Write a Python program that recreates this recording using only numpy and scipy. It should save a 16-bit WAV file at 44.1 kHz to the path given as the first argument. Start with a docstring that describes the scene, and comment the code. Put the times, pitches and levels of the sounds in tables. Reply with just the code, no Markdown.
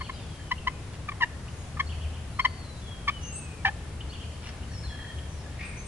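"""Wild turkeys cluck a few metres away in bare spring woods, pulses from the syrinx resonating in throat
and beak; between clucks they murmur softly and leaves crackle underfoot. Further off, songbirds twitter,
chip and whistle in gliding tones, and a harsh voice squawks. Twigs and trunks scatter the calls into
reverberation. Distant engines drone at their firing tones under a steady rumble and the hiss of the air."""
import sys
import numpy as np
from scipy import signal
from scipy.fft import rfft, irfft
from scipy.io import wavfile
from scipy.ndimage import map_coordinates

SR = 44100
rng = np.random.default_rng(int(sys.argv[2]) if len(sys.argv) > 2 else 0)


def wav_out(sig):
    """Save sig, one row per channel (or a flat mono array), as 16-bit PCM at SR to the path in sys.argv[1]."""
    wavfile.write(sys.argv[1], SR, np.round(np.clip(np.atleast_2d(sig).T, -1, 1) * 32767).astype(np.int16))


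N = 258867
TIME = np.arange(N) / SR


def clucks(attack_s=0.0076, release_s=0.0083, drop_s=0.01292, sag_db_per_s=126, jitter=0.037):
    """Source and filter: throat and beak shape the syrinx pulses; a second voice rings beside them."""
    # clucks: t/s, duration/s, f/Hz, relative level/dB, overtones re fundamental/dB
    calls = [(.004, 0.024, 1042, -34.5, -3.5), (0.089, 0.019, 1024, -33, -5.5),
             (.508, 0.023, 978, -26.5, 1), (.666, 0.024, 1008, -25.5, -1), (1.082, .02, 1130, -30, -0.5),
             (1.113, 0.016, 1056, -35.5, -4), (1.202, .021, 984, -30.5, -2.5),
             (1.214, 0.035, 915.3, -26.5, 1), (1.765, 0.02, 1160, -38.5, -10),
             (1.791, 0.026, 1052, -25.5, 0.5), (2.388, .024, 1058, -24, 1), (2.443, 0.023, 1006, -21, 1.5),
             (3.073, .031, 1112, -23.5, 2), (3.646, 0.017, 853, -25.5, 2), (3.649, .046, 766, -21.5, -8.5)]
    # response of throat and beak: f/Hz, gain/dB
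    throat = [(400, -18.5), (750, -6), (1020, 0.5), (1250, -1.5), (1480, -7.5), (1830, 2), (2120, -0.5),
              (2550, -5.5), (3050, -5.5), (3600, -16), (4800, -19.5), (6100, -27), (7500, -39),
              (10500, -42.5)]
    # the second voice breaking through: t/s, duration/s, relative level/dB
    squeaks = [(1.219, .015, -27), (1.2292, 0.015, -17.5), (1.798, 0.017, -27.5), (3.647, 0.013, -17),
               (3.653, 0.029, -26.5), (3.685, 0.017, -29.5)]
    second_hz, second_db, waver, rasp_db = 1763, -9, 0.011, -19
    pulses, second_voice = np.zeros(N), np.zeros(N)
    for s, length, hz, db, overtones_db in calls:
        t = TIME[:int(length * SR)]
        # a cluck starts sharp, drops onto its pitch and lifts again as it ends
        drop = 0.26 * (1 - t / drop_s).clip(0) ** 2
        lift = 0.16 * (t / length) ** 4.7
        phase = turn(hz * (1 + drop + lift) * (1 + jitter * walk(982, len(t))))
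        attack = (t / attack_s).clip(0, 1)
        release = ((length - t) / release_s).clip(0, 1)
        swell = attack * release * undb(-sag_db_per_s * (t - attack_s))
        buzz = sum(np.cos(k * phase) for k in range(2, 11))
        rasp = undb(rasp_db) * 4 * walk(20000, len(t)) * (1 + np.cos(phase))
        # the tone starts pure and gains its overtones once the membranes slap together
        slap = undb(overtones_db) * attack ** 3.6 * release ** 0.13
        add(pulses, s, undb(db) * swell * (np.cos(phase) + slap * buzz + rasp))
        add(second_voice, s, undb(db + second_db) * pip(length, second_hz, waver))
    for s, length, db in squeaks:
        add(second_voice, s, undb(db) * pip(length, second_hz, waver))
    return undb(3) * (colour(pulses, throat) + second_voice)


def murmurs(pip_s=0.021, spacing_s=0.019, hz=1770, uneven_db=2.5):
    """Tone bursts: with the beak shut, only a turkey's second voice sounds, in soft pips."""
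    # runs of pips: t/s, duration/s, level/dB
    runs = [(0.386, .02, -46), (4.709, .02, -47.5), (4.831, .02, -47.5), (4.899, .04, -44.5),
            (4.982, .125, -42), (5.434, .02, -48), (5.516, .02, -53)]
    out = np.zeros(N)
    for s, length, db in runs:
        for delay in np.arange(0, length, spacing_s):
            gain = undb(db + uneven_db * rng.standard_normal())
            add(out, s + delay, gain * pip(pip_s, hz, waver=0.043))
    return out


def rustles(crackle_db=6):
    """Amplitude-modulated noise: dry leaves crackle briefly under a foot."""
    # steps in the leaf litter: t/s, duration/s, level/dB
    steps = [(0.912, 0.058, -49), (4.402, 0.125, -47), (4.466, 0.018, -59)]
    # spectrum of dry leaves: f/Hz, gain/dB
    leaves = [(300, -15), (1200, -6), (1600, -4), (2800, -1), (4000, -8.5), (5500, -8.5), (11000, -43)]
    press = np.zeros(N)
    for s, length, db in steps:
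        add(press, s, undb(db) * np.hanning(int(length * SR)))
    crackle = rng.standard_normal(N) * undb(crackle_db * walk(500))
    return press * unit(colour(crackle, leaves))


def whistles(waver=0.0045, tremble_db=1.6, gain_db=-2.5):
    """Pure-tone glides: three thin, trembling bird whistles slide slowly down."""
    # one contour for each whistle: t/s, f/Hz, relative level/dB
    contours = [
        [(0.0, 4470, -53), (0.12, 4039.0, -56), (0.26, 3380, -54), (0.5, 2990, -54.4), (0.63, 2661.0, -53.3),
         (0.8, 2410, -58)],
        [(2.34, 3920, -55), (2.42, 4460, -47), (2.56, 4620, -52.5), (2.68, 4065, -48), (2.8, 3830, -57)],
        [(2.82, 3462, -51), (2.92, 3280, -44), (3.02, 3220, -55.5), (3.14, 3023, -42), (3.3, 2764, -49.5),
         (3.5, 2491, -50.5), (3.65, 2253, -60)],
    ]
    out = np.zeros(N)
    for rows in contours:
        hz, db = curve(rows)
        sounding = (TIME >= rows[0][0]) & (TIME < rows[-1][0])
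        envelope = sounding * undb(db + gain_db + tremble_db * walk(60))
        out += envelope * np.sin(turn(hz * (1 + waver * walk(150))))
    return out


def chips(length_s=0.018, sweep=0.28, jitter=0.043, gain_db=-2):
    """Frequency sweeps: a nearby bird's upward flicks, made scratchy by pitch jitter."""
    # dry chips: t/s, relative peak level/dB, centre f/Hz
    calls = [(0.5803, -40, 2970), (1.4803, -43, 2790), (4.0056, -34.5, 2980), (4.63, -44.5, 2980),
             (5.1838, -42, 3080)]
    out = np.zeros(N)
    for s, db, hz in calls:
        ramp = np.linspace(-0.5, 0.5, int(length_s * SR))
        pitch = hz * (1 + sweep * ramp + jitter * walk(1580, len(ramp)))
        add(out, s - length_s / 4, undb(db + gain_db) * np.hanning(len(ramp)) * np.sin(turn(pitch)))
    return out


def twitters(lead_s=0.026, lead_db=-2.5, stroke_s=0.023, fade_db_per_s=22):
    """Linear chirps: a songbird's high lead note, then up-down flicks that fade as they repeat."""
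    # twitters: t/s, duration/s, flick period/s, level/dB
    phrases = [(0.004, .2, 0.13, -47), (1.863, .34, 0.12, -44.5), (4.093, .14, .08, -44)]
    lead_hz = np.linspace(4230, 4630, int(lead_s * SR))
    up_hz = np.linspace(2800, 3368, int(stroke_s * SR))
    down_hz = np.linspace(3368, 2320, int(stroke_s * SR))
    out = np.zeros(N)
    for s, length, period, db in phrases:
        add(out, s, undb(db + lead_db) * note(lead_hz, hoarse=0.2))
        for delay in np.arange(0, length, period):
            flick = np.concatenate([note(up_hz, hoarse=0.45), note(down_hz, hoarse=0.45)])
            add(out, s + lead_s + delay, undb(db - fade_db_per_s * delay) * flick)
    return out


def songbirds(rise_octaves_per_s=1.01, settle_s=0.024, fade_db_per_s=14, hoarse=0.13):
    """Exponential glides: high notes climb at one rate; slurs settle onto a pitch and fade."""
    # rising notes: t/s, duration/s, middle f/Hz, level/dB
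    rising_notes = [(0.137, 0.018, 4850, -48.5), (1.525, 0.13, 6600, -58.5), (3.206, 0.14, 6320, -45),
                    (3.322, .025, 7720, -41.5), (3.337, 0.038, 8220, -38), (3.377, 0.021, 8930, -41.5),
                    (5.636, 0.065, 8600, -47), (5.768, 0.046, 6240, -47), (5.843, 0.035, 8450, -47)]
    # falling slurs: t/s, duration/s, landing f/Hz, level/dB
    slurs = [(4.68, .1, 4270, -58), (4.713, 0.12, 5245, -49), (4.832, 0.042, 3980, -45),
             (4.871, 0.28, 3216, -45.5), (5.275, 0.091, 5780, -56.5), (5.371, 0.044, 5000, -56)]
    out = np.zeros(N)
    for s, length, hz, db in rising_notes:
        t = TIME[:int(length * SR)]
        pitch = hz * 2 ** (rise_octaves_per_s * (t - length / 2))
        add(out, s, undb(db) * note(pitch, hoarse))
    for s, length, hz, db in slurs:
        t = TIME[:int(length * SR)]
        pitch = hz * (1 + 0.145 * np.exp(-t / settle_s))
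        add(out, s, undb(db - fade_db_per_s * t) * note(pitch, hoarse))
    return out


def squawk(rattle_hz=48, jitter=0.1314):
    """Spectral broadening: a rising, rattling voice is so unsteady that its harmonics smear."""
    # course of the far-off call: t/s, f/Hz, level/dB
    contour = [(5.57, 1050, -65.5), (5.595, 1079, -46.5), (5.612, 1112, -40.5), (5.65, 1239, -45),
               (5.675, 1274, -54), (5.72, 1270, -74)]
    # timbre of the voice: f/Hz, gain/dB
    timbre = [(400, -34), (1200, -16), (1600, 2), (2200, 1), (2600, 1.5), (3100, -15), (3800, -17),
              (5500, -18), (10000, -42)]
    hz, db = curve(contour)
    phase = turn(hz * (1 + jitter * walk(1600)))
    harmonics = sum(np.cos(k * phase) for k in range(1, 6))
    rattle = 1 + 0.5 * np.sin(turn(rattle_hz * (1 + 0.15 * walk(30))))
    sounding = (TIME > contour[0][0]) & (TIME < contour[-1][0])
    return unit(colour(harmonics, timbre)) * rattle * undb(db) * sounding


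def engines(fast_hz=77.3, slow_hz=68.6, overtone_hz=155):
    """Beating of two distant engines: only the lowest firing tones carry; the air makes them waver."""
    # the faster engine: t/s, relative level/dB
    fast_levels = [(0, -43.9), (0.5, -51.1), (0.85, -40.8), (1.72, -48.6), (1.79, -32.9), (2.2, -35.5),
                   (2.33, -52.0), (2.65, -37.1), (2.9, -53.4), (3.15, -43.6), (4.2, -40.0), (4.8, -42.9),
                   (5.4, -40.3), (5.87, -48.3)]
    # the slower engine: t/s, level/dB
    slow_levels = [(0, -44), (.4, -56), (3.6, -54), (4.2, -46), (4.8, -40), (5.4, -42), (5.87, -53)]
    fast_db, = curve(fast_levels)
    slow_db, = curve(slow_levels)
    fast = undb(fast_db + 1 + 2 * walk(15)) * np.sin(turn(fast_hz + 1.11 * walk(2.063)))
    slow = undb(slow_db + walk(12)) * np.sin(turn(slow_hz + walk(2.1)))
    overtone = undb(-53 + 2 * walk(3.5)) * np.sin(turn(overtone_hz + walk(3)))
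    return fast + slow + overtone


def air(level_db=-39, swell_db=0.06, flicker_db=0.5):
    """Partly coherent noise: far rumble and hiss in octave bands that swell together and flicker alone."""
    # background spectrum: f/Hz, relative spectral density/dB
    spectrum = [(18, -12.5), (28, -11.2), (45, -3.7), (65, 0.0), (125, -4.0), (190, -11.7), (300, -18.0),
                (560, -21.3), (900, -24.8), (1800, -29.3), (2900, -32.7), (4200, -36.0), (6500, -38.4),
                (11000, -41.0)]
    # likeness of left and right: f/Hz, correlation (0-1)
    likeness = [(60, 1), (130, 0.98), (270, 0.86), (570, 0.73), (1220, 0.56), (2580, 0.24), (5500, 0.03)]
    hz = np.fft.rfftfreq(N, 1 / SR)
    correlation = np.clip(at(likeness, hz), 0, 1)
    width = np.sqrt((1 - correlation) / (1 + correlation))
    mid, side = rfft(rng.standard_normal((2, N))) * undb(at(spectrum, hz))
    stereo = mid + np.array([[1], [-1]]) * side * width
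    octave = np.log2(np.maximum(hz, 32)).astype(int)
    common_db = swell_db * walk(1.5)
    out = np.zeros((2, N))
    for k in np.unique(octave):
        out += irfft(stereo * (octave == k), N) * undb(common_db + flicker_db * walk(6.8))
    return undb(level_db) * unit(out)


def woods(x, left_lag_ms, trunks_db, twigs_db, t60_s=0.99, treble_t60_s=0.43):
    """Multiple scattering: after the direct sound, twigs echo briefly and trunks for longer."""
    hz = np.fft.rfftfreq(N, 1 / SR)
    left = irfft(rfft(x) * np.exp(-2j * np.pi * hz * left_lag_ms / 1000), N)
    t = TIME[:SR]
    shared, own = rng.standard_normal(SR), rng.standard_normal((2, SR))
    diffuse = own + 0.57 * shared
    # the air absorbs the treble along the longer paths
    low = signal.sosfiltfilt(signal.butter(2, 5500, fs=SR, output="sos"), diffuse)
    tail = low * undb(-60 * t / t60_s) + (diffuse - low) * undb(-60 * t / treble_t60_s)
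    trunks = unit(tail * (1 - np.exp(-t / 0.019)))
    twigs = unit((own + shared)[:, ::-1] * np.exp(-t / 0.012) * (1 - np.exp(-t / 0.00052)))
    echoes = (undb(trunks_db) * trunks + undb(twigs_db) * twigs) / np.sqrt(SR)
    return np.array([left, x]) + signal.fftconvolve(x[None], echoes, axes=1)[:, :N]


def pip(length_s, hz, waver):
    """Tone burst: one smooth swell of a wavering sine."""
    swell = np.hanning(int(length_s * SR))
    return swell * np.sin(turn(hz * (1 + waver * walk(340, len(swell)))))


def note(hz, hoarse, flutter_db=1.6):
    """Random modulation: a songbird's note flutters in level and, if hoarse (0-1), shakes in pitch."""
    size = len(hz)
    shake = (0.0035 + 0.16 * hoarse ** 2) * walk(893, size)
    swell = np.sqrt(np.sin(np.linspace(0, np.pi, size)).clip(0))
    return undb(flutter_db * walk(135, size)) * swell * np.sin(turn(hz * (1 + shake)))


def colour(x, points):
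    """Minimum-phase filtering with the response given as f/Hz, gain/dB."""
    size = 2048
    gain = undb(at(points, np.fft.rfftfreq(size, 1 / SR)))
    cepstrum = irfft(np.log(gain))
    cepstrum[1:size // 2] *= 2
    cepstrum[size // 2 + 1:] = 0
    return signal.fftconvolve(x, irfft(np.exp(rfft(cepstrum))))[:N]


def walk(rate, size=N):
    """Smooth random fluctuation with spread near 1, changing rate times a second."""
    source = np.random.default_rng(rng.integers(2 ** 31))
    steps = source.standard_normal(int(size * rate / SR) + 4)
    return map_coordinates(steps, [np.arange(size) * rate / SR + 1], order=2)


def turn(hz):
    """Phase as the time integral of frequency."""
    return 2 * np.pi * np.cumsum(hz) / SR


def curve(rows):
    """Linear interpolation in time of each column of a table."""
    s, *columns = np.transpose(rows)
    return [np.interp(TIME, s, column) for column in columns]


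def at(points, hz):
    """Interpolation of (f/Hz, value) points on a log-frequency axis."""
    f, value = np.transpose(points)
    return np.interp(np.log(np.maximum(hz, 1)), np.log(f), value)


def add(track, s, x):
    """Superposition of a sound on a track at time s."""
    i = max(int(s * SR), 0)
    track[i:i + len(x)] += x[:max(N - i, 0)]


def undb(db):
    """Amplitude ratio from decibels."""
    return 10 ** (np.asarray(db) / 20)


def unit(x):
    """Normalisation to rms 1."""
    return x / np.sqrt(np.mean(x ** 2))


def balance(left_db):
    """Level difference: stereo gains that put the left side left_db above the right."""
    return undb(np.array([[left_db], [-left_db]]) / 2)


def scene():
    """Superposition: turkeys nearby, songbirds deep in the woods, engines beyond."""
    turkeys = woods(clucks(), left_lag_ms=0.11, trunks_db=-29, twigs_db=-14.5) * balance(left_db=1.3)
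    flock = woods(murmurs() + rustles(), left_lag_ms=0.075, trunks_db=-7, twigs_db=-4)
    near_birds = woods(whistles() + chips(), left_lag_ms=0.045, trunks_db=-8, twigs_db=-5)
    far_birds = woods(twitters() + songbirds() + squawk(), left_lag_ms=0.051, trunks_db=-2, twigs_db=-2)
    return turkeys + flock + near_birds + far_birds + engines() + air()


def record(dry, cutoff_hz=11250):
    """Band limiting: the top treble is cut steeply, and the left side is a little louder."""
    low_pass = signal.firwin(601, cutoff_hz, fs=SR, window=("kaiser", 8))
    return signal.fftconvolve(dry * balance(left_db=1.9), low_pass[None], mode="same", axes=1)


dry = scene()
out = record(dry)
wav_out(out)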